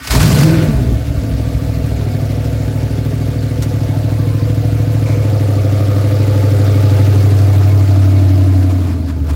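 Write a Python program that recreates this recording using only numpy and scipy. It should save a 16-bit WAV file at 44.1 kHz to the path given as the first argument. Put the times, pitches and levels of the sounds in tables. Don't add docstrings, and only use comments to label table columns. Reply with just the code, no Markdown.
import sys
import numpy as np
from scipy import signal
from scipy.fft import rfft, irfft
from scipy.io import wavfile
from scipy.ndimage import uniform_filter1d

SR = 44100
rng = np.random.default_rng(int(sys.argv[2]) if len(sys.argv) > 2 else 0)


def store_pcm(level_fs):
    pcm = np.round(np.clip(level_fs, -1, 1) * 32767).astype(np.int16)
    wavfile.write(sys.argv[1], SR, np.atleast_2d(pcm).T)


N = 412335
TIME = np.arange(N) / SR


def from_db(db):
    return 10 ** (np.asarray(db) / 20)


def rms_one(x):
    return x / np.sqrt(np.mean(x ** 2) + 1e-20)


def in_time(rows):
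    s, *columns = np.transpose(rows)
    return [np.interp(TIME, s, column) for column in columns]


def evened(x, size=3400):
    power = uniform_filter1d(x ** 2, size=2 * size)
    power = uniform_filter1d(power, size=size)
    return x / np.sqrt(np.abs(power) + 1e-12)


def blend(a, b, share):
    share = np.clip(share, 0, 1)
    return np.sqrt(1 - share) * a + np.sqrt(share) * b


def cut(x, hz, kind, order=4):
    return signal.sosfilt(signal.butter(order, hz, kind, fs=SR, output="sos"), x)


def drift(rate):
    knots = rng.standard_normal(4000)
    return rms_one(np.interp(TIME * rate, np.arange(len(knots)), knots))


def coloured(x, spectrum):
    hz, db = np.transpose(spectrum)
    f = np.arange(N // 2 + 1) * SR / N + 1
    gain = from_db(np.interp(np.log(f), np.log(hz), db))
    gain = gain * np.minimum(f / hz[0], 1) ** 4
    return rms_one(irfft(rfft(x) * gain, N))


def resonate(x, modes):
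    out = 0
    for k, (hz, width, db) in enumerate(modes):
        r = np.exp(-np.pi * width / SR)
        poles = [1, -2 * r * np.cos(2 * np.pi * hz / SR), r * r]
        ringing = signal.lfilter([1, 0, -1], poles, x + 1e-18)
        out = out + (-1) ** k * from_db(db) * (1 - r * r) / 2 * ringing
    return out


def narrow(x, hz, width):
    mode = [(hz, width, 0)]
    return resonate(resonate(x, mode), mode)


def garage(x, t60, wet_db):
    t = TIME[:SR // 2]
    tail = rng.standard_normal(len(t)) * from_db(-60 * t / t60)
    reflections = signal.fftconvolve(x, tail / np.linalg.norm(tail))[:N]
    return x + from_db(wet_db) * reflections


def bursts(events, spectrum):
    envelope = 0
    for s, db, decay in events:
        envelope = envelope + from_db(db) * (TIME >= s) * np.exp(-np.abs(TIME - s) / decay)
    return envelope * coloured(rng.standard_normal(N), spectrum)


def ramp(start_s, length_s):
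    return np.clip((TIME - start_s) / length_s, 0, 1)


# time_s, place (0 at the gauges, 1 at the wheel, 2 in the doorway, 3 by the sill)
LISTENER_PLACE = [(0, 0), (3.4, 0), (4.2, 1), (4.9, 1.1), (5.6, 2), (7.0, 2), (8.0, 3), (8.7, 2.8),
                  (9.35, 2)]


def nearness(count=4):
    place = np.clip(in_time(LISTENER_PLACE)[0], 0, count - 1)
    return np.maximum(1 - np.abs(place - np.arange(count)[:, None]), 0)


# time_s, firings_per_s
ENGINE_SPEED = [(0, 12), (.2, 90), (.45, 159), (.54, 163), (.63, 158), (.76, 128), (.95, 113), (1.2, 106.9),
                (1.85, 107.7), (2.12, 102), (2.45, 106.5), (2.68, 105.9), (2.85, 104.7), (3.2, 106.5),
                (3.75, 104.9), (4.3, 105.5), (4.95, 107.6), (5.3, 102.7), (5.7, 100.3), (6.15, 101.5),
                (6.6, 100.3), (7.8, 98), (8.3, 95.5), (8.8, 91.7), (9.05, 80.5), (9.35, 72.4)]
IDLE_HZ = 107.2
CRANK_WOBBLE = .003


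def engine_speed():
    return in_time(ENGINE_SPEED)[0]


def revs():
    return np.maximum(engine_speed() - IDLE_HZ, 0)


def crank():
    cycle = np.cumsum(engine_speed()) / SR / len(CYLINDERS)
    return cycle + CRANK_WOBBLE * drift(9)


# strength_db, lateness_firing_gaps
CYLINDERS = [(3, 0), (-7, .1), (3.5, -.08), (1, 0.1153), (-1.5, 0.031), (5, -0.0997), (0, 0.0907),
             (4, -0.0718)]
LOPE_LOSS_PER_HZ = 0.0062


def firings(cycle, spread_db, jitter, unlike=1):
    number = np.arange(int(cycle[-1] * len(CYLINDERS)))
    firing_revs = np.interp(number / len(CYLINDERS), cycle, revs())
    uneven = np.clip(1 - LOPE_LOSS_PER_HZ * firing_revs, 0, 1)
    strength_db, late = unlike * np.array(CYLINDERS)[number % len(CYLINDERS)].T
    chance = rng.standard_normal((2000, 2))[:len(number)]
    moved = number + uneven * (late + jitter * chance[:, 0])
    sample = np.interp(moved / len(CYLINDERS), cycle, np.arange(N)).astype(int)
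    click_db = uneven * (strength_db + spread_db * chance[:, 1])
    return np.bincount(sample, from_db(click_db), N)


def puffs(clicks, decay_s):
    envelope = signal.lfilter([1], [1, -np.exp(-1 / (decay_s * SR))], clicks)
    return rms_one(envelope * rng.standard_normal(N))


# pitch_hz, width_hz, level_db
STARTER_WHINE = [(260, 23, -2), (1210, 40, -23), (1300, 48, -26), (1500, 23, 1), (1880, 62, -7),
                 (1920, 64, -27)]
WHINE_DB, RUN_DOWN_DB_PER_S = -37.5, 32
DROP_OUT_S, DROP_OUT_FOR_S = 0.4, 0.28


def starter():
    whine_db = WHINE_DB - RUN_DOWN_DB_PER_S * np.maximum(TIME - DROP_OUT_S, 0)
    whine = 0
    for hz, width, db in STARTER_WHINE:
        whine = whine + from_db(db) * rms_one(narrow(rng.standard_normal(N), hz, width))
    return from_db(whine_db) * whine


def engaged():
    return np.exp(-np.maximum(TIME - DROP_OUT_S, 0) / DROP_OUT_FOR_S)


# time_s, level_db
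BAY_LEVEL = [(1.0, -39.5), (1.25, -37.5), (2.21, -36.5), (2.89, -37), (4.83, -36.5), (7.01, -32),
             (8.4, -36), (8.8, -38.5), (8.98, -42.5), (9.2, -44.5), (9.35, -38.5)]
SPIN_UP_S = 0.042


def bay_db(standstill_db, grind_db, db_per_hz, cranking_db=-3.5):
    before = standstill_db * (1 - ramp(0, SPIN_UP_S)) + cranking_db * (TIME < BANGS[0][0])
    extra = np.maximum(grind_db * engaged(), db_per_hz * revs())
    return in_time(BAY_LEVEL)[0] + before + extra


# pitch_hz, width_hz, level_db
RATTLING_PARTS = [(1160, 15, 17.5), (2208, 18, 13), (2437, 21, 7), (3604, 75, -3), (4150, 48, 2),
                  (4627, 41, 5), (5090, 130, -1.5), (7080, 38, -1.5)]


def rattle(per_s, size_db):
    out = 0
    for mode in RATTLING_PARTS:
        hits = rng.random(N) < per_s / SR
        size = from_db(size_db * np.clip(rng.standard_normal(N), -2, 2))
        out = out + resonate(hits * size, [mode])
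    return rms_one(out)


def patchy(x, patchy_db, count=16):
    spectrum, octave = rfft(x), np.log2(np.arange(N // 2 + 1) * SR / N + 1)
    centres = np.log2(np.geomspace(1000, 14000, count))
    out = 0
    for band in np.eye(count):
        part = irfft(spectrum * np.interp(octave, centres, band), N)
        out = out + part * from_db(patchy_db * drift(60))
    return out


# pitch_hz, level_db
BAY_COLOUR = [(950, -15), (1180, -3), (1400, -1), (1550, -1.5), (1900, -4.5), (2250, -6), (2850, -9.5),
              (3600, -10), (4700, -10), (6000, -12), (8500, -15.5), (15800, -16)]
# pitch_hz, level_db
GRIND_COLOUR = [(900, 4.5), (1550, 2), (1970, -2), (2390, -1), (3600, -6.5), (4630, -2), (5600, -5.5),
                (7770, -6.5), (15800, -15)]
GRIND_SHARE = 0.42
CLATTER_DB, HISS_DB = -4, -3.5


def engine_bay(cycle, split_hz=3000):
    clatter_db = CLATTER_DB + bay_db(standstill_db=-11.0, grind_db=15.5, db_per_hz=0.2625)
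    hiss_db = HISS_DB + bay_db(standstill_db=-20, grind_db=19.0, db_per_hz=0.1768)
    ticks = firings(cycle, spread_db=1.8, jitter=.01)
    valve = np.round(cycle * len(CYLINDERS)) % 4
    tapping = rms_one(sum(garage(ticks * (valve == k), t60=0.18, wet_db=42) for k in range(4)))
    rush = blend(rng.standard_normal(N), puffs(ticks, decay_s=0.014), share=0.26)
    running = coloured(blend(rush, tapping, share=0.45), BAY_COLOUR)
    running = blend(running, rattle(per_s=60, size_db=5), share=0.13)
    strokes = puffs(firings(cycle, spread_db=3, jitter=.15), decay_s=.016)
    grinding = coloured(strokes, GRIND_COLOUR)
    mixed = blend(running, evened(grinding), GRIND_SHARE * engaged())
    noise = patchy(mixed, patchy_db=1.6)
    clatter = evened(cut(noise, split_hz, "low"))
    hiss = evened(cut(noise, split_hz, "high"))
    return from_db(clatter_db) * clatter + from_db(hiss_db) * hiss


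CATCH_S, LOAD_RISE_S, EASE_S, EASE_FOR_S = 0.081, 0.069, 0.42, 0.7


def load():
    return ramp(CATCH_S, LOAD_RISE_S) * (1 - ramp(EASE_S, EASE_FOR_S))


# centre_s, level_db, half_length_s
SLACKS = [(1.04, -2, 0.051), (7.86, -3.5, .016)]


def effort_db(cranking_db, rise_s, flare_db, db_per_hz, late_s=0, standstill_db=-9):
    before = standstill_db * (1 - ramp(0, SPIN_UP_S))
    before = before + cranking_db * (1 - ramp(CATCH_S + late_s, rise_s))
    slack = sum(db * np.exp(-((TIME - s) / half) ** 2) for s, db, half in SLACKS)
    return before + flare_db * load() + db_per_hz * revs() + slack


SETTLE_S, SETTLE_FOR_S = 1.3, 0.94
STUMBLE_HZ, STUMBLE_RANGE_HZ = 93.6, 17.5
BOOM_UNEVEN, BARK_UNEVEN, LEAST_UNEVEN = 0.16, 0.14, .006
QUIET_BOOM_DB, EVENING_PER_DB = -13.5, .6


def unevenness(boom_db):
    cold = 1 - ramp(SETTLE_S, SETTLE_FOR_S)
    stumble = np.clip((STUMBLE_HZ - engine_speed()) / STUMBLE_RANGE_HZ, 0, 1)
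    above_quiet = np.maximum(boom_db - QUIET_BOOM_DB, 0)
    settled = LEAST_UNEVEN + BOOM_UNEVEN * np.exp(-EVENING_PER_DB * above_quiet)
    boom_uneven = cold + (1 - cold) * settled
    bark_uneven = BARK_UNEVEN + (1 - BARK_UNEVEN) * np.maximum(cold, stumble)
    return boom_uneven, bark_uneven


# gauges_db, wheel_db, doorway_db, sill_db
NOTE_ORDERS = [(-30, -37, -49, -50), (-31, -29, -39, -53), (-5, -13, -25, -28), (-16, -18, -30, -34),
               (-24, -17, -34, -34), (0, 0, 0, 0), (-7, -7, -17, -23), (-11, -14, -12, -23),
               (-4, -7, -16, -17), (-22, -27, -29, -38), (-22, -25, -31, -32), (-30, -35, -38, -47),
               (-33, -36, -38, -37), (-20, -31, -23, -38), (-22, -22, -37, -38), (-25, -25, -31, -52),
               (-11, -20, -29, -44), (-24, -25, -31, -44), (-11, -14, -22, -22), (-31, -26, -20, -30),
               (-24, -20, -24, -35), (-31, -22, -21, -16), (-27, -29, -25, -26), (-25, -28, -35, -27),
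               (-24, -29, -38, -26), (-31, -34, -39, -26), (-26, -31, -28, -35), (-32, -36, -35, -35)]


def exhaust_note(cycle, size=128, order=3):
    multiples = order + np.arange(len(NOTE_ORDERS))
    turn = np.linspace(0, 1, 2048)
    every = np.arange(size // 2 + 1)
    scatter = .9 * rng.standard_normal(len(every)) * (every > 21)
    out = 0
    for near, levels_db in zip(nearness(), np.transpose(NOTE_ORDERS)):
        log_gain = np.log(from_db(np.interp(every, multiples, levels_db)))
        early = irfft(log_gain) * (np.arange(size) < size // 2)
        phase = 2 * rfft(early).imag + scatter
        wave = 0
        for m, db in zip(multiples, levels_db):
            wave = wave + from_db(db) * np.cos(2 * np.pi * m * turn + phase[m])
        out = out + near * np.interp(cycle % 1, turn, wave)
    return out


LOPE_SWING = [-1, 2, 1.5, 1, -3, -0.5, 2.7, -0.5]
LOPE_SHARE = [0.52, 0.31, 0.14, 0.13]
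LOPE_CHANCE_DB = 1.0


def lope(cycle):
    swing = np.append(LOPE_SWING, LOPE_SWING[0])
    swing_db = np.interp(cycle % 1 * len(LOPE_SWING), np.arange(len(swing)), swing)
    heard = (np.array(LOPE_SHARE) @ nearness()) * (1.5 - load())
    return from_db((swing_db + LOPE_CHANCE_DB * drift(26)) * heard)


# pitch_hz, width_hz, gauges_db, wheel_db, doorway_db, sill_db
RASP_MODES = [(430.6, 78, 2, -34, 4.5, 3.5), (495, 58.5, 7.5, 6.5, 5.5, -3), (534.6, 49, 4, -11, 0.5, -10),
              (647.5, 142, 1.5, -3, 0, -0.5), (705, 130, -3, -6, -3.5, -2), (810, 150, -1, -3, -3, -2),
              (1010, 102, -23, -8, -8, -3.5), (1159, 180, -22, -26, -5, -6)]
SWELL_DB, SWELLS_PER_S = 2, 3


def rasp(pulses):
    near = nearness()
    out = 0
    for hz, width, *places_db in RASP_MODES:
        swell = from_db(SWELL_DB * drift(SWELLS_PER_S))
        out = out + (from_db(places_db) @ near) * swell * narrow(pulses, hz, width)
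    return out


# time_s, boom_db, bark_db
STANDING_WAVES = [(1.3, -15, -26.5), (3.5, -15.5, -25), (4.2, -13, -24.5), (5.3, -11.5, -24.5),
                  (6.1, -11, -23.5), (7.0, -8, -22.5), (7.65, -7.5, -25.5), (8.1, -7.5, -21),
                  (8.6, -8.5, -19.5), (9.08, -17.5, -24.5), (9.35, -12.5, -28)]
RASP_LEVEL = [5.4, 6.4, 6.56, 6.1]
DRONE_SHARE = [0.41, 0.47, 0.31, 0.057]
# pitch_hz, width_hz, level_db
DRONE_MODES = [(64.3, 6.9, 6)]
# pitch_hz, width_hz, level_db
BOOM_MODES = [(92.4, 80, 4), (135.5, 27.6, 7.5), (158, 22.3, -1.5)]
# pitch_hz, width_hz, level_db
BARK_MODES = [(213, 42, -8), (252.4, 14.3, 4.5), (275.4, 31, 1), (327, 15, 0.5), (394, 140, -11)]


def exhaust(cycle):
    idle_boom_db, idle_bark_db = in_time(STANDING_WAVES)
    boom_db = idle_boom_db + effort_db(cranking_db=-18.0, rise_s=0.058, flare_db=3.5,
                                       db_per_hz=0.01, late_s=0.038)
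    bark_db = idle_bark_db + effort_db(cranking_db=-16, rise_s=0.029, flare_db=2.0,
                                       db_per_hz=-0.06, late_s=.02)
    rasp_db = in_time(BAY_LEVEL)[0] + np.array(RASP_LEVEL) @ nearness()
    rasp_db = rasp_db + effort_db(cranking_db=-5.5, rise_s=0.018, flare_db=10.5, db_per_hz=0.0)
    boom_uneven, bark_uneven = unevenness(idle_boom_db)
    drone_share = np.array(DRONE_SHARE) @ nearness() * (1 - load())
    note = exhaust_note(cycle)
    low_note = signal.sosfiltfilt(signal.butter(4, 190, fs=SR, output="sos"), note)
    lumpy = firings(cycle, spread_db=3.5, jitter=.14)
    drone = cut(cut(resonate(lumpy, DRONE_MODES), 43.5, "high"), 63, "low")
    ringing = cut(cut(resonate(lumpy, BOOM_MODES), 69, "high"), 228, "low")
    uneven_boom = blend(evened(ringing, size=1100), evened(drone), drone_share)
    boom = lope(cycle) * blend(evened(low_note), uneven_boom, boom_uneven)
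    sharp = firings(cycle, spread_db=2.0, jitter=.014)
    gas = blend(rms_one(sharp), puffs(sharp, decay_s=.004), share=.27)
    barking = resonate(garage(gas, t60=0.46, wet_db=0.0), BARK_MODES)
    barking = cut(cut(barking, 236, "high"), 368, "low")
    bark = blend(evened(note - low_note), evened(barking), bark_uneven)
    fronts = firings(cycle, spread_db=1.5, jitter=.02, unlike=.4)
    growl = blend(rms_one(fronts), puffs(fronts, decay_s=.008), share=.55)
    raspy = rasp(garage(growl, t60=0.049, wet_db=-2.0))
    return from_db(boom_db) * evened(boom) + from_db(bark_db) * evened(bark) + from_db(rasp_db) * evened(raspy)


def swept_orders(cycle, orders, modes, flutter_db, flutter_per_s, stray):
    cycle_hz, grid = engine_speed() / len(CYLINDERS), np.arange(1000)
    response = sum(from_db(db) / (1 + (2 * (grid - hz) / width) ** 2) for hz, width, db in modes)
    out = 0
    for m, db in orders:
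        level = from_db(db + flutter_db * drift(flutter_per_s)) * np.interp(m * cycle_hz, grid, response)
        turns = round(m) * cycle + rng.random() + stray * drift(flutter_per_s)
        out = out + level * np.cos(2 * np.pi * turns)
    return out


# multiple_of_cycle, level_db
FLARE_ORDERS = [(4, -6), (6, 2.5), (8, -4), (13, 4), (16, 3), (19, -9.5), (26, -5)]
# pitch_hz, width_hz, level_db
FLARE_MODES = [(63, 20, -15), (117, 39, -22), (157, 25, -19.5), (234, 22, -20), (324, 26, -21),
               (380, 80, -20.5), (498, 100, -20)]
FLARE_END_S, FLARE_FADE_S = 0.777, 0.21
# multiple_of_cycle, level_db
HOWL_ORDERS = [(36, 11.5), (37, 10.5), (38, -15), (40, 3), (41, 5.5), (42, -5.5), (43, 2), (44, 8)]
# pitch_hz, width_hz, level_db
HOWL_MODES = [(510, 45, -0.5), (555, 70, -8.5)]
# time_s, level_db
HOWL_LEVEL = [(.9, -50.5), (2.2, -43.5), (4.7, -46), (5.3, -36.5), (6.5, -33.5), (7.4, -43.5), (8.3, -48)]


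def singing(cycle):
    idling = ramp(FLARE_END_S, FLARE_FADE_S)
    flare = swept_orders(cycle, FLARE_ORDERS, FLARE_MODES, flutter_db=2.5, flutter_per_s=55, stray=.1)
    howl = swept_orders(cycle, HOWL_ORDERS, HOWL_MODES, flutter_db=2.5, flutter_per_s=12, stray=.1)
    howl_level = from_db(in_time(HOWL_LEVEL)[0])
    return ramp(CATCH_S, LOAD_RISE_S) * (1 - idling) * flare + idling * howl_level * howl


# start_s, thud_db, bark_db
CHUGS = [(0.099, -8.5, -37), (0.136, -27, -12.5), (0.169, -9.5, -23.5), (.485, -30, -13.5),
         (0.666, -16, -24), (0.746, -12, -27), (.845, -20, -19), (0.908, -9, -10.5), (1.234, -21, -17.5),
         (1.305, -25, -22), (1.395, -28, -16)]
# pitch_hz, width_hz, level_db
THUD_MODES = [(58, 9.9, 0)]


def chugs():
    s, *levels_db = np.transpose(CHUGS)
    click = 1.0 * (TIME[:SR // 2] == 0)
    out = 0
    for db, modes in zip(levels_db, (THUD_MODES, BARK_MODES)):
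        band_hz = [.5 * modes[0][0], 1.3 * modes[-1][0]]
        ring = cut(resonate(click, modes), band_hz, "band", order=2)
        hits = np.bincount((s * SR).astype(int), from_db(db), N)
        out = out + signal.fftconvolve(hits, ring / np.abs(ring).max())[:N]
    return out


# start_s, level_db, decay_s
BANGS = [(.107, -14.5, 0.033), (.15, -18, .025), (.203, -17.5, 0.042), (.349, -25, .015),
         (.387, -20.5, 0.022), (.41, -22, 0.013), (.432, -20, 0.0067), (.505, -32, 0.013)]


def first_explosions():
    return bursts(BANGS, GRIND_COLOUR)


ROAR_HZ, ROAR_WIDTH_HZ, ROAR_DB = 156, 34, -12.5
ROAR_S, ROAR_RISE_S, ROAR_FADE_S = .15, 0.083, 0.14


def roar(cycle):
    swell = ramp(ROAR_S, ROAR_RISE_S) * (1 - ramp(EASE_S, ROAR_FADE_S))
    pulses = firings(cycle, spread_db=0.5, jitter=.2)
    return from_db(ROAR_DB) * swell * evened(narrow(pulses, ROAR_HZ, ROAR_WIDTH_HZ), size=900)


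# start_s, level_db, decay_s
KEY_HITS = [(3.623, -25, 0.011), (3.631, -33, 0.012)]
# pitch_hz, level_db
KEY_COLOUR = [(1000, -2), (3000, -3), (6000, -1), (9000, -6), (15500, -13)]


def keys():
    return bursts(KEY_HITS, KEY_COLOUR)


# start_s, level_db, decay_s
TRIM_KNOCKS = [(5.058, -32, 0.1), (5.12, -46, 0.04), (6.699, -39, 0.019)]
# pitch_hz, level_db
KNOCK_COLOUR = [(1000, 9), (1700, -6), (2300, 12), (3000, -17), (6000, -4), (15500, -32)]


def trim_knocks():
    return bursts(TRIM_KNOCKS, KNOCK_COLOUR)


# start_s, level_db, decay_s
BODY_BUMPS = [(7.27, -25, 0.05), (8.77, -31, 0.041)]
# pitch_hz, level_db
BUMP_COLOUR = [(60, -18), (150, 0), (290, 29), (450, 5), (900, -8), (3000, -53), (12000, -52)]


def body_bumps():
    return bursts(BODY_BUMPS, BUMP_COLOUR)


# centre_s, level_db, half_length_s
RUSTLES = [(8.627, -37, 0.025), (8.707, -36, .014), (8.876, -38, 0.077), (9.097, -35, 0.02),
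           (9.302, -30.5, 0.013)]
# pitch_hz, level_db
RUSTLE_COLOUR = [(1000, 17), (2200, 5), (3200, 1.5), (5000, 0), (9000, -6), (15500, -9)]


def rustles():
    envelope = sum(from_db(db) / (1 + ((TIME - s) / half) ** 4) for s, db, half in RUSTLES)
    return envelope * coloured(rng.standard_normal(N), RUSTLE_COLOUR)


def scene():
    cycle = crank()
    engine = engine_bay(cycle) + exhaust(cycle) + singing(cycle)
    engine = engine + chugs() + first_explosions() + roar(cycle)
    handling = keys() + trim_knocks() + body_bumps() + rustles()
    return (starter() + engine + handling)[None]


CUTOFF_HZ = 15800


def record(dry, top=0.9):
    rounded = dry / (1 + (dry / top) ** 8) ** (1 / 8)
    return signal.sosfilt(signal.ellip(10, .1, 80, CUTOFF_HZ, fs=SR, output="sos"), rounded)


dry = scene()
out = record(dry)
store_pcm(out)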